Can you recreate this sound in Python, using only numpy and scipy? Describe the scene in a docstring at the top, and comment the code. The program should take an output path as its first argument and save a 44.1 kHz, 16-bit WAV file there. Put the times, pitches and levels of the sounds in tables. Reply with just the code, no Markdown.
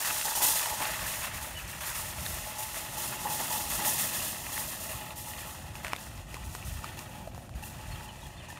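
"""Shopping cart on cracked asphalt

A wire shopping cart with a rider rolls away along a quiet street, heard by one microphone.
Hard wheels tapped by stones and a knocked tube frame ring; the shaken wires make a dense jingle.
Grit snaps under the shoes of a walker close by, as short pulses with a noisy edge.
Filtered noise gives a low rumble of wind and microphone handling under an upper background wash,
and a bird gives a few short gliding whistles.
"""
import sys
import numpy as np
from scipy import signal
from scipy.io import wavfile
from scipy.ndimage import uniform_filter1d

SR = 44100
rng = np.random.default_rng(int(sys.argv[2]) if len(sys.argv) > 2 else 0)


def store_pcm(level_fs):
    """Save levels as 16-bit WAV."""
    pcm = np.round(np.clip(level_fs, -1, 1) * 32767).astype(np.int16)
    wavfile.write(sys.argv[1], SR, np.atleast_2d(pcm).T)


N = 379069  # length in samples

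# All levels are relative: the functions below add further gains.
# colour of the background noise: f/Hz, level/dB
BACKGROUND_SPECTRUM = [(12, -47), (20, -40), (44, 0), (65, 2), (124, 0), (225, -6), (282, -11),
                       (370, -10.5), (445, -24.5), (520, -12), (600, -14), (780, -9.5), (1320, -120)]
# swells of the background: t/s, low rumble level/dB, upper wash level/dB
BACKGROUND_SWELLS = [(0.02, -66, -58), (0.09, -51, -54), (0.35, -62, -65), (0.4, -57, -49.5),
                     (0.66, -56.5, -60), (0.9, -49, -52.5), (2.04, -49, -55), (2.28, -44.5, -49),
                     (2.57, -56, -57), (3.09, -50.5, -48.5), (3.47, -61, -47.5), (3.52, -50, -48.5),
                     (3.91, -53.5, -45.5), (4.69, -52.5, -51.5), (6.74, -45.5, -53.5), (6.98, -52.5, -50.5),
                     (7.82, -43.5, -53), (8.58, -50.5, -54.5)]
# bird whistles: start t/s, length/s, first f/Hz, last f/Hz, level/dB
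CHIRPS = [(1.543, 0.047, 2980, 2920, -43), (1.577, 0.032, 2740, 2610, -44), (7.902, 0.057, 4360, 4280, -48),
          (7.95, .016, 3900, 2800, -52), (8.076, 0.042, 3300, 2650, -48), (8.07, .03, 4300, 4100, -53),
          (8.215, 0.014, 3500, 4000, -52), (8.224, 0.043, 3420, 3240, -53), (8.363, 0.028, 4120, 4540, -52),
          (8.367, 0.042, 3570, 3500, -49.5), (8.394, 0.026, 3380, 2800, -53),
          (8.419, 0.15, 2760, 2700, -57)]
# snaps of grit and knocks of shoes near the microphone: t/s, level/dB, f/Hz, cycles, gritty edge level/dB
GRIT_SNAPS = [(2.264, -25, 1710, 4.1, -10), (2.2645, -21.5, 3860, 4.8, -19), (5.755, -30, 2590, 5.4, -10),
              (5.848, -23, 2180, 3.3, -10.5), (5.868, -26, 2400, 3, -12), (5.882, -27, 2000, 2.5, -10),
              (5.911, -44, 2000, 3, -14), (5.922, -31, 2400, 7, -23), (5.9335, -15, 990, 1.9, -15),
              (5.9342, -17, 2400, 3.5, -34), (5.928, -33, 2600, 4, -14), (5.9515, -34, 2200, 7.1, -16),
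              (5.9637, -27, 3580, 4.9, -8), (6.068, -37, 1900, 5.6, -15), (6.178, -42, 2630, 11, -6),
              (6.344, -29.5, 2420, 3.3, -4), (6.368, -32.5, 1100, 4.8, -9), (6.551, -26.5, 1190, 1.7, -8),
              (6.627, -33, 2570, 5.8, -18), (6.844, -25.5, 1230, 4.1, -13), (6.974, -36, 880, 2.7, -8),
              (6.992, -38, 2500, 1.9, 5.5), (7.276, -30, 646, 5.5, -18), (7.348, -37, 1010, 2.5, -10),
              (7.379, -30, 740, 2, -18), (7.494, -36, 1040, 1.6, -14), (7.540, -38, 2630, 2.2, -21),
              (7.638, -33.5, 2710, 13, -13), (8.009, -36, 1500, 3, -16), (8.503, -41, 1790, 63, -5),
              (8.528, -34, 845, 3, -20), (8.574, -35, 2520, 5.7, -16), (8.5745, -36, 1200, 4, -16)]

# cracks and ridges that jolt the whole cart: t/s, wheels level/dB, basket level/dB, frame tube level/dB
JOLTS = [(0.046, -54, -36, -61.0), (0.075, -46, -48, -52), (0.11, -52, -53, -45), (0.163, -64, -55, -62),
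         (0.211, -54, -39, -52), (0.247, -43.5, -34.5, -32.5), (0.351, -44.0, -30, -36),
         (0.404, -38, -33, -30), (0.42, -45, -26, -51), (0.476, -45, -31.5, -37), (0.55, -39.5, -31.5, -46),
         (0.597, -46, -41, -58), (0.658, -46, -43, -41), (0.7, -48, -46.0, -37.5),
         (0.802, -36.5, -39, -35.5), (0.853, -40.5, -58, -59), (0.992, -43, -54, -61),
         (1.063, -46, -38, -63.0), (1.212, -41.5, -51, -54), (1.34, -63, -53, -52),
         (1.413, -59, -44.5, -65.0), (1.57, -48, -45, -68), (1.676, -47.5, -43.0, -79),
         (1.807, -43.5, -41, -66), (1.856, -43, -38.5, -62), (1.946, -46.0, -38.5, -68.0),
         (2.186, -55, -49, -66), (2.245, -48, -44, -56), (2.29, -55, -44.5, -62), (2.36, -50, -63, -59),
         (2.46, -50, -52, -41.5), (2.583, -53, -39, -44), (2.744, -43, -40.5, -50), (2.968, -44, -38, -39),
         (3.02, -48, -41.0, -62), (3.112, -43.5, -52.0, -41.5), (3.2, -58, -46, -47), (3.25, -48, -55, -32),
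         (3.299, -46, -38, -40), (3.389, -39.5, -42, -34), (3.504, -42.0, -35, -34), (3.606, -60, -54, -45),
         (3.699, -40.5, -35.5, -45), (3.79, -40, -54, -36), (3.848, -40.0, -30.5, -35),
         (3.98, -39.5, -32.5, -55), (4.133, -41.0, -36.5, -78), (4.22, -44, -37.5, -67),
         (4.47, -49.5, -46, -62), (4.519, -46, -40, -45), (4.577, -47, -39, -44.5),
         (4.676, -47.0, -42, -73), (4.8, -48.5, -42.5, -48.0), (4.887, -43, -43.0, -68.0),
         (5.005, -46.5, -64, -46), (5.105, -64, -66, -46), (5.156, -81, -43.5, -65.0),
         (5.26, -50.5, -44.5, -45), (5.335, -50, -64, -58), (5.373, -46.5, -44.5, -50),
         (5.47, -63, -46, -46.0), (5.642, -60, -72, -48), (5.75, -60.0, -53, -53), (5.831, -44.5, -48, -51),
         (5.986, -67, -47.5, -58.0), (6.29, -71, -53, -70.0), (6.324, -51.5, -57, -51),
         (6.44, -72, -48.5, -63), (6.525, -55.0, -47, -56), (6.648, -53.0, -45.5, -75),
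         (6.72, -57, -52.0, -60.0), (6.831, -47, -49.5, -51), (6.966, -49.5, -49.5, -48),
         (7.09, -56, -57, -50), (7.146, -57, -57.0, -44), (7.345, -71, -57, -74.0),
         (7.55, -56, -53.5, -75.0), (7.625, -56, -46.5, -47), (7.797, -58, -65.0, -50.0),
         (7.887, -56.0, -61, -57.0), (7.997, -60, -58, -46), (8.02, -57, -52.5, -50),
         (8.227, -71, -52.5, -48.0), (8.484, -66.0, -48.5, -45.0)]
# steady rolling between jolts, set by road roughness and distance: t/s, wheels level/dB, basket level/dB
ROLLING = [(0.0, -39.5, -33.5), (0.45, -49.5, -35), (0.9, -44.5, -39.0), (1.3, -42.5, -39.5),
           (1.65, -51.5, -50.5), (2.1, -46, -41.5), (2.9, -47, -42.5), (3.5, -46, -37.5), (4.0, -43, -35.5),
           (4.4, -47.5, -42), (5.1, -50.5, -49), (5.7, -51.5, -51), (6.25, -53, -52.5), (6.8, -51.5, -51.5),
           (7.5, -59.0, -59.5), (7.9, -50, -50.5), (8.25, -55, -55), (8.6, -51.5, -62)]
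# brief dips of the rattle, most just before a jolt; plus means louder: middle t/s, length/s, level/dB
LULLS = [(0.406, 0.015, -4), (1.313, 0.057, -5.5), (1.397, .03, -2.5), (1.64, 0.062, -0.5),
         (1.79, 0.035, 1.5), (1.935, 0.039, -1.5), (2.146, 0.037, -3), (2.545, 0.035, -2.5),
         (2.883, 0.056, -1), (3.182, 0.032, -2), (3.667, 0.056, -1.5), (4.443, 0.034, 0.5),
         (5.15, 0.042, -5), (5.722, 0.047, -3), (6.257, 0.07, -5), (7.32, 0.043, -3), (7.52, 0.082, -2.5),
         (8.1, 0.068, -3), (8.45, .07, 3.5)]
# single stones that a wheel hits squarely: t/s, level/dB
STONE_KNOCKS = [(0.048, -24), (0.056, -21), (0.077, -27), (0.101, -23), (0.108, -19), (0.163, -24),
                (0.195, -31), (0.212, -23), (0.225, -24), (0.25, -31), (0.429, -22), (0.477, -22),
                (0.595, -21), (0.605, -30), (0.658, -21), (0.702, -23), (0.802, -25), (0.853, -17),
                (0.992, -25.5), (1.807, -28), (2.185, -32), (2.461, -34), (2.743, -26), (2.969, -29),
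                (3.791, -25), (3.849, -20), (4.134, -26), (4.466, -24), (4.578, -21), (4.929, -32),
                (5.106, -28), (5.335, -31)]
# struck modes (ways of ringing) of the frame, axle first: f/Hz, width/Hz, level/dB
FRAME_MODES = [(624, 51, -14), (860, 92, -7), (839, 27, -21), (932, 72, -1)]
# colour of the wheel sound: f/Hz, level/dB
WHEEL_SPECTRUM = [(280, -36), (480, -24), (607, -11.5), (850, -8.5), (1530, -7), (1960, -8.5), (2290, -8.5),
                  (2590, -5.5), (4500, -16), (5850, -31), (9900, -120)]
# broad resonances of wheels and lower rack: f/Hz, width/Hz, level/dB
RACK_RESONANCES = [(1180, 240, 2.5), (1910, 540, 5.5), (2650, 260, 1), (2690, 230, 1)]
# colour of the basket sound: f/Hz, level/dB
BASKET_SPECTRUM = [(1880, -20.5), (3200, -4), (6170, -2), (6810, 2.5), (7520, 0), (11300, -3), (14200, -3),
                   (15600, -6.5)]
# groups of basket wires of like length: f/Hz, width/Hz, level/dB
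WIRE_GROUPS = [(5700, 1200, 1.5), (7000, 600, -1), (6970, 180, -2), (8640, 540, 3.5), (9540, 790, 5.5),
               (10000, 300, 0.5), (11080, 490, 7), (12050, 360, 9), (12840, 200, 8), (14700, 1400, 4.5)]
# changing brightness of the basket's top treble, dullest at the end: t/s, level/dB
BASKET_TREBLE = [(0, -2.5), (3, -2), (5, 0), (6, -5), (7.5, -3.5), (8.6, -8.5)]
# bands cancelled by the road echo, drifting with the path: t/s, low f/Hz, depth 0-1, high f/Hz, depth 0-1
ROAD_NOTCHES = [(0, 1490, 0, 2310, 0.5), (.5, 1500, 0.03, 2270, 0.4), (1.8, 1480, 0, 2450, 0),
                (2.4, 1600, 0.5, 2350, 0.3), (3.2, 1620, 0.45, 2340, .8), (4.0, 1530, 0.65, 2320, 0.8),
                (4.6, 1470, 0.46, 2280, 0.6), (5.2, 1580, 0.83, 2270, 1), (5.8, 1610, 0.07, 2300, 0.9),
                (6.5, 1680, 0.7, 2150, 0.9), (7.5, 1600, 0.1, 2120, .8), (8.6, 1390, 0.65, 2230, 0.9)]

# how each part answers a jolt: (rise s, dying away s, abruptness of the end: 1 = even decay)
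WHEELS_SETTLE, BASKET_SETTLE, TUBE_SETTLE = (0.0057, 0.13, 1.5), (0.0099, 0.11, 1.46), (0.0047, 0.046, 0.64)
WHEELS_HUSH = 0.55  # share of a lull that reaches wheels and frame
MAIN_HZ = 855.4  # middle pitch of the main frame tube, which wanders around it
TUBE_BELOW_WHEELS_DB = -8.5  # steady ring of the frame tube, before its own gain
NEAR_CLATTER_DB, NEAR_S = 7.5, 1.2  # extra clatter of the neighbour tubes close by; time to roll out of reach
EDGE_HZ = 15740  # upper limit of the whole sound


def gain_of(db):
    """Turns decibels into a factor."""
    return 10 ** (np.asarray(db) / 20)


def evened(x):
    """Scales a sound to an average strength (rms) of 1."""
    return x / np.sqrt(np.mean(x ** 2) + 1e-20)


def curve(rows, column=1):
    """Draws straight lines between the rows of a table: one column's value at every sample."""
    table = np.array(rows)
    return np.interp(np.arange(N) / SR, table[:, 0], table[:, column])


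def drift(length):
    """Random wander of rms 1 that changes over about length seconds."""
    size = max(round(length * SR), 2)
    smooth = uniform_filter1d(rng.standard_normal(N), size)
    return evened(uniform_filter1d(smooth, size))


def add(mix, s, sound):
    """Mixes a sound in, starting at s seconds."""
    part = mix[max(round(s * SR), 0):][:len(sound)]
    part += sound[:len(part)]


def ringing(hits, ring):
    """Every hit starts its own copy of the ring, as loud as the hit."""
    return signal.oaconvolve(hits, ring)[:N]


def colour(x, points, peaks=()):
    """Shapes a sound by a spectrum with resonance humps; nothing rings before it is struck."""
    hz = np.fft.rfftfreq(8192, 1 / SR)
    f, db = np.transpose(points)
    level_db = np.maximum(np.interp(np.log(hz + 1), np.log(f + 1), db), -100)
    for centre, width, up_db in peaks:
        level_db = level_db + up_db / (1 + (2 * (hz - centre) / width) ** 2)
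    mirrored_db = np.r_[level_db, level_db[-2:0:-1]]
    log_gain = np.log(gain_of(mirrored_db))
    # minimum phase: the energy comes as early as this spectrum allows
    phase = -signal.hilbert(log_gain).imag
    ring = np.fft.ifft(np.exp(log_gain + 1j * phase)).real[:4096]
    return signal.oaconvolve(x, ring / np.linalg.norm(ring))[:len(x)]


def resonate(x, hz, width):
    """Keeps a narrow band around a moving frequency, with gain 1 at its middle."""
    turn = np.exp(2j * np.pi * np.cumsum(hz) / SR)
    r = np.exp(-np.pi * width / SR)
    # shift the band down to zero, smooth it there, then shift it back
    low = signal.lfilter([1 - r], [1, -r], x / turn)
    return 2 * (turn * low).real


def taps(per_s, spread_db):
    """Small impacts at random moments; a few are large."""
    size = gain_of(spread_db * np.minimum(rng.exponential(1, N), 5))
    struck = rng.random(N) < per_s / SR
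    return size * struck * rng.choice([-1., 1.], N)


def jolts(rows, column, bounce_s):
    """Each jolt is a blow followed by a quickly dying run of rebounds, made of fading noise."""
    out, t = np.zeros(N), np.arange(round(.1 * SR)) / SR
    for row in rows:
        rebounds = np.exp(-t / bounce_s) * rng.standard_normal(len(t))
        add(out, row[0], gain_of(row[column]) * rebounds)
    return out


def many_modes(t60):
    """Ring with partials so crowded that it is fading noise, down 60 dB after t60 seconds."""
    t = np.arange(round(.2 * SR)) / SR
    ring = gain_of(-60 * t / t60) * rng.standard_normal(len(t))
    return ring / np.linalg.norm(ring)


def shaking(steady_db, column, settle, hush):
    """Strength of a part's rattle: steady rolling plus a quick rise and slow settling after every jolt."""
    rise_s, decay_s, abruptness = settle
    t, kicks, lull_db = np.arange(SR // 2) / SR, np.zeros(N), np.zeros(N)
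    for row in JOLTS:
        kicks[round(row[0] * SR)] += gain_of(2 * row[column])  # doubled dB: power
    for s, length, db in LULLS:
        add(lull_db, s - length, db * np.hanning(round(2 * length * SR)))
    answer = (1 - np.exp(-t / rise_s)) * np.exp(-(t / decay_s) ** abruptness)
    jolt_power = abs(ringing(kicks, answer ** 2))
    return gain_of(hush * lull_db) * np.sqrt(gain_of(2 * steady_db) + jolt_power)


def rolling():
    """Strength of the knocking of wheels and rack."""
    return shaking(curve(ROLLING), column=1, settle=WHEELS_SETTLE, hush=WHEELS_HUSH)


def background():
    """A low, slightly lumpy rumble of wind and microphone handling, under an upper wash with its own swells."""
    lumps_db = 2.45 * drift(0.045)
    noise = colour(rng.standard_normal(N), BACKGROUND_SPECTRUM)
    rumble = signal.sosfiltfilt(signal.butter(2, 135, fs=SR, output="sos"), noise)
    wash = noise - rumble
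    rumble_gain = gain_of(curve(BACKGROUND_SWELLS) + lumps_db)
    wash_gain = gain_of(curve(BACKGROUND_SWELLS, column=2))
    return rumble_gain * evened(rumble) + wash_gain * evened(wash)


def bird():
    """Short gliding whistles from a distance, fluttering and smeared by echoes off the houses."""
    out = np.zeros(N)
    for s, length, first_hz, last_hz, db in CHIRPS:
        hz = np.linspace(first_hz, last_hz, round(length * SR))
        hz = hz * (1 + 0.09 * uniform_filter1d(rng.standard_normal(len(hz)), 150))
        whistle = np.sin(2 * np.pi * np.cumsum(hz) / SR)
        add(out, s, gain_of(db - 1.5) * signal.windows.tukey(len(hz), .7) * whistle)
    out = out * gain_of(4 * drift(.004))  # flutter in loudness
    return out + gain_of(-5) * ringing(out, many_modes(.12))


def snaps():
    """Dry pulses of a few cycles that swell for an instant before their peak, each with a gritty edge."""
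    out, t = np.zeros(N), np.arange(-.004, .026, 1 / SR)  # the peak is at t = 0
    for s, db, hz, cycles, grit_db in GRIT_SNAPS:
        life = hz * t / max(cycles, .3)
        pulse = np.exp(np.where(t < 0, 5.0, -2.5) * life) * np.cos(2 * np.pi * hz * t)
        noise = np.convolve(rng.standard_normal(len(t)), [.6, 1, .6], "same")
        grit = gain_of(grit_db) * np.exp(-abs(t) / 0.00077) * noise
        add(out, s + t[0], gain_of(db) * (pulse - pulse.mean() + grit))
    return out


def frame():
    """The main tube sings almost steadily; taps and jolts ring its neighbours, and the axle follows the wheels."""
    t = np.arange(round(.2 * SR)) / SR
    modes = []
    for hz, width, db in FRAME_MODES:
        fade = np.exp(-np.pi * width * t)  # a wider resonance dies away sooner
        modes.append(gain_of(db) * np.sqrt(width) * fade * np.sin(2 * np.pi * hz * t))
    axle = evened(ringing(taps(400, 4.0), modes[0]))
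    neighbours = evened(ringing(taps(900, 3.5), sum(modes[1:])))
    main_hz = MAIN_HZ + 10 * drift(0.0272)
    main = gain_of(3.1 * drift(0.022)) * np.sin(2 * np.pi * np.cumsum(main_hz) / SR)
    # close by, the neighbours clatter over the ring of the main tube
    nearness = np.exp(-(np.arange(N) / SR / NEAR_S) ** 2)
    clatter = gain_of(-3 + NEAR_CLATTER_DB * nearness)
    tube = (evened(main) + clatter * neighbours) / np.sqrt(1 + clatter ** 2)
    tube_db = curve(ROLLING) + TUBE_BELOW_WHEELS_DB
    tube_shake = shaking(tube_db, column=3, settle=TUBE_SETTLE, hush=WHEELS_HUSH)
    tube = gain_of(2.5 + 2.0 * drift(0.052)) * tube_shake * tube
    blows = ringing(jolts(JOLTS, column=3, bounce_s=0.0063), sum(modes))
    return gain_of(-9.5) * rolling() * axle + tube + gain_of(-39.5) * blows


def pings():
    """Loose parts of the rack are struck alone and sound short pitched ticks."""
    t, out = np.arange(round(.06 * SR)) / SR, 0
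    for hz in np.geomspace(950, 3800, num=10):
        tick = gain_of(-60 * t / 0.023) * np.sin(2 * np.pi * hz * t)
        out = out + ringing(taps(25, 1.8), tick)
    return evened(out)


def wheels():
    """Stones tap the hard wheels; the load shifts between contact points, so the dull rings change."""
    chatter = np.zeros(N)
    for _ in range(8):  # contact points
        load = gain_of(2.35 * drift(0.064))
        chatter += load * ringing(taps(110, 2.56), many_modes(0.066))
    chatter = chatter / np.sqrt(uniform_filter1d(chatter ** 2, SR // 8))  # the total load stays even
    rattle = colour(chatter + gain_of(-14.5) * pings(), WHEEL_SPECTRUM, RACK_RESONANCES)
    steady = gain_of(1.64) * rolling() * evened(rattle)
    knocks = jolts(STONE_KNOCKS, column=1, bounce_s=0.0021)
    return steady + gain_of(-5.5) * colour(knocks, WHEEL_SPECTRUM, RACK_RESONANCES)


def basket():
    """Loose wires chatter against each other at many places, each ringing with its own partials."""
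    chatter = sum(ringing(taps(620, 3.07), many_modes(0.07)) for _ in range(8))
    shake = shaking(curve(ROLLING, column=2), column=2, settle=BASKET_SETTLE, hush=1)
    jingle = evened(colour(chatter, BASKET_SPECTRUM, WIRE_GROUPS))
    steady = gain_of(2.55) * shake * jingle
    blows = ringing(jolts(JOLTS, column=2, bounce_s=0.004), many_modes(0.09))
    bright = steady + gain_of(7.5) * colour(blows, BASKET_SPECTRUM, WIRE_GROUPS)
    dull = signal.lfilter(*signal.butter(2, 9500, fs=SR), bright)
    # harder shakes reach the highest partials
    surge_db = 20 * np.log10(shake / uniform_filter1d(shake, SR // 2))
    brightness = np.clip(gain_of(curve(BASKET_TREBLE) + 0.54 * surge_db), 0, 2.5)
    return brightness * bright + (1 - brightness) * dull


def over_road(x):
    """Direct sound and road echo cancel in two drifting bands."""
    for column, width_hz in ((1, 360), (3, 210)):
        depth = np.clip(curve(ROAD_NOTCHES, column=column + 1), 0, 1)
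        x = x - depth * resonate(x, curve(ROAD_NOTCHES, column=column), width_hz)
    return x


def scene():
    """Background, bird, walker and cart reach a single microphone, so both channels are the same."""
    cart = over_road(frame() + wheels() + basket())
    mono = background() + bird() + snaps() + cart
    return np.array([mono, mono])


def record(dry):
    """Cuts off everything above the upper limit with a steep filter."""
    low_pass = signal.firwin(1023, EDGE_HZ, window=("kaiser", 10), fs=SR)
    return signal.oaconvolve(dry, low_pass[None], "same")


dry = scene()
out = record(dry)
store_pcm(out)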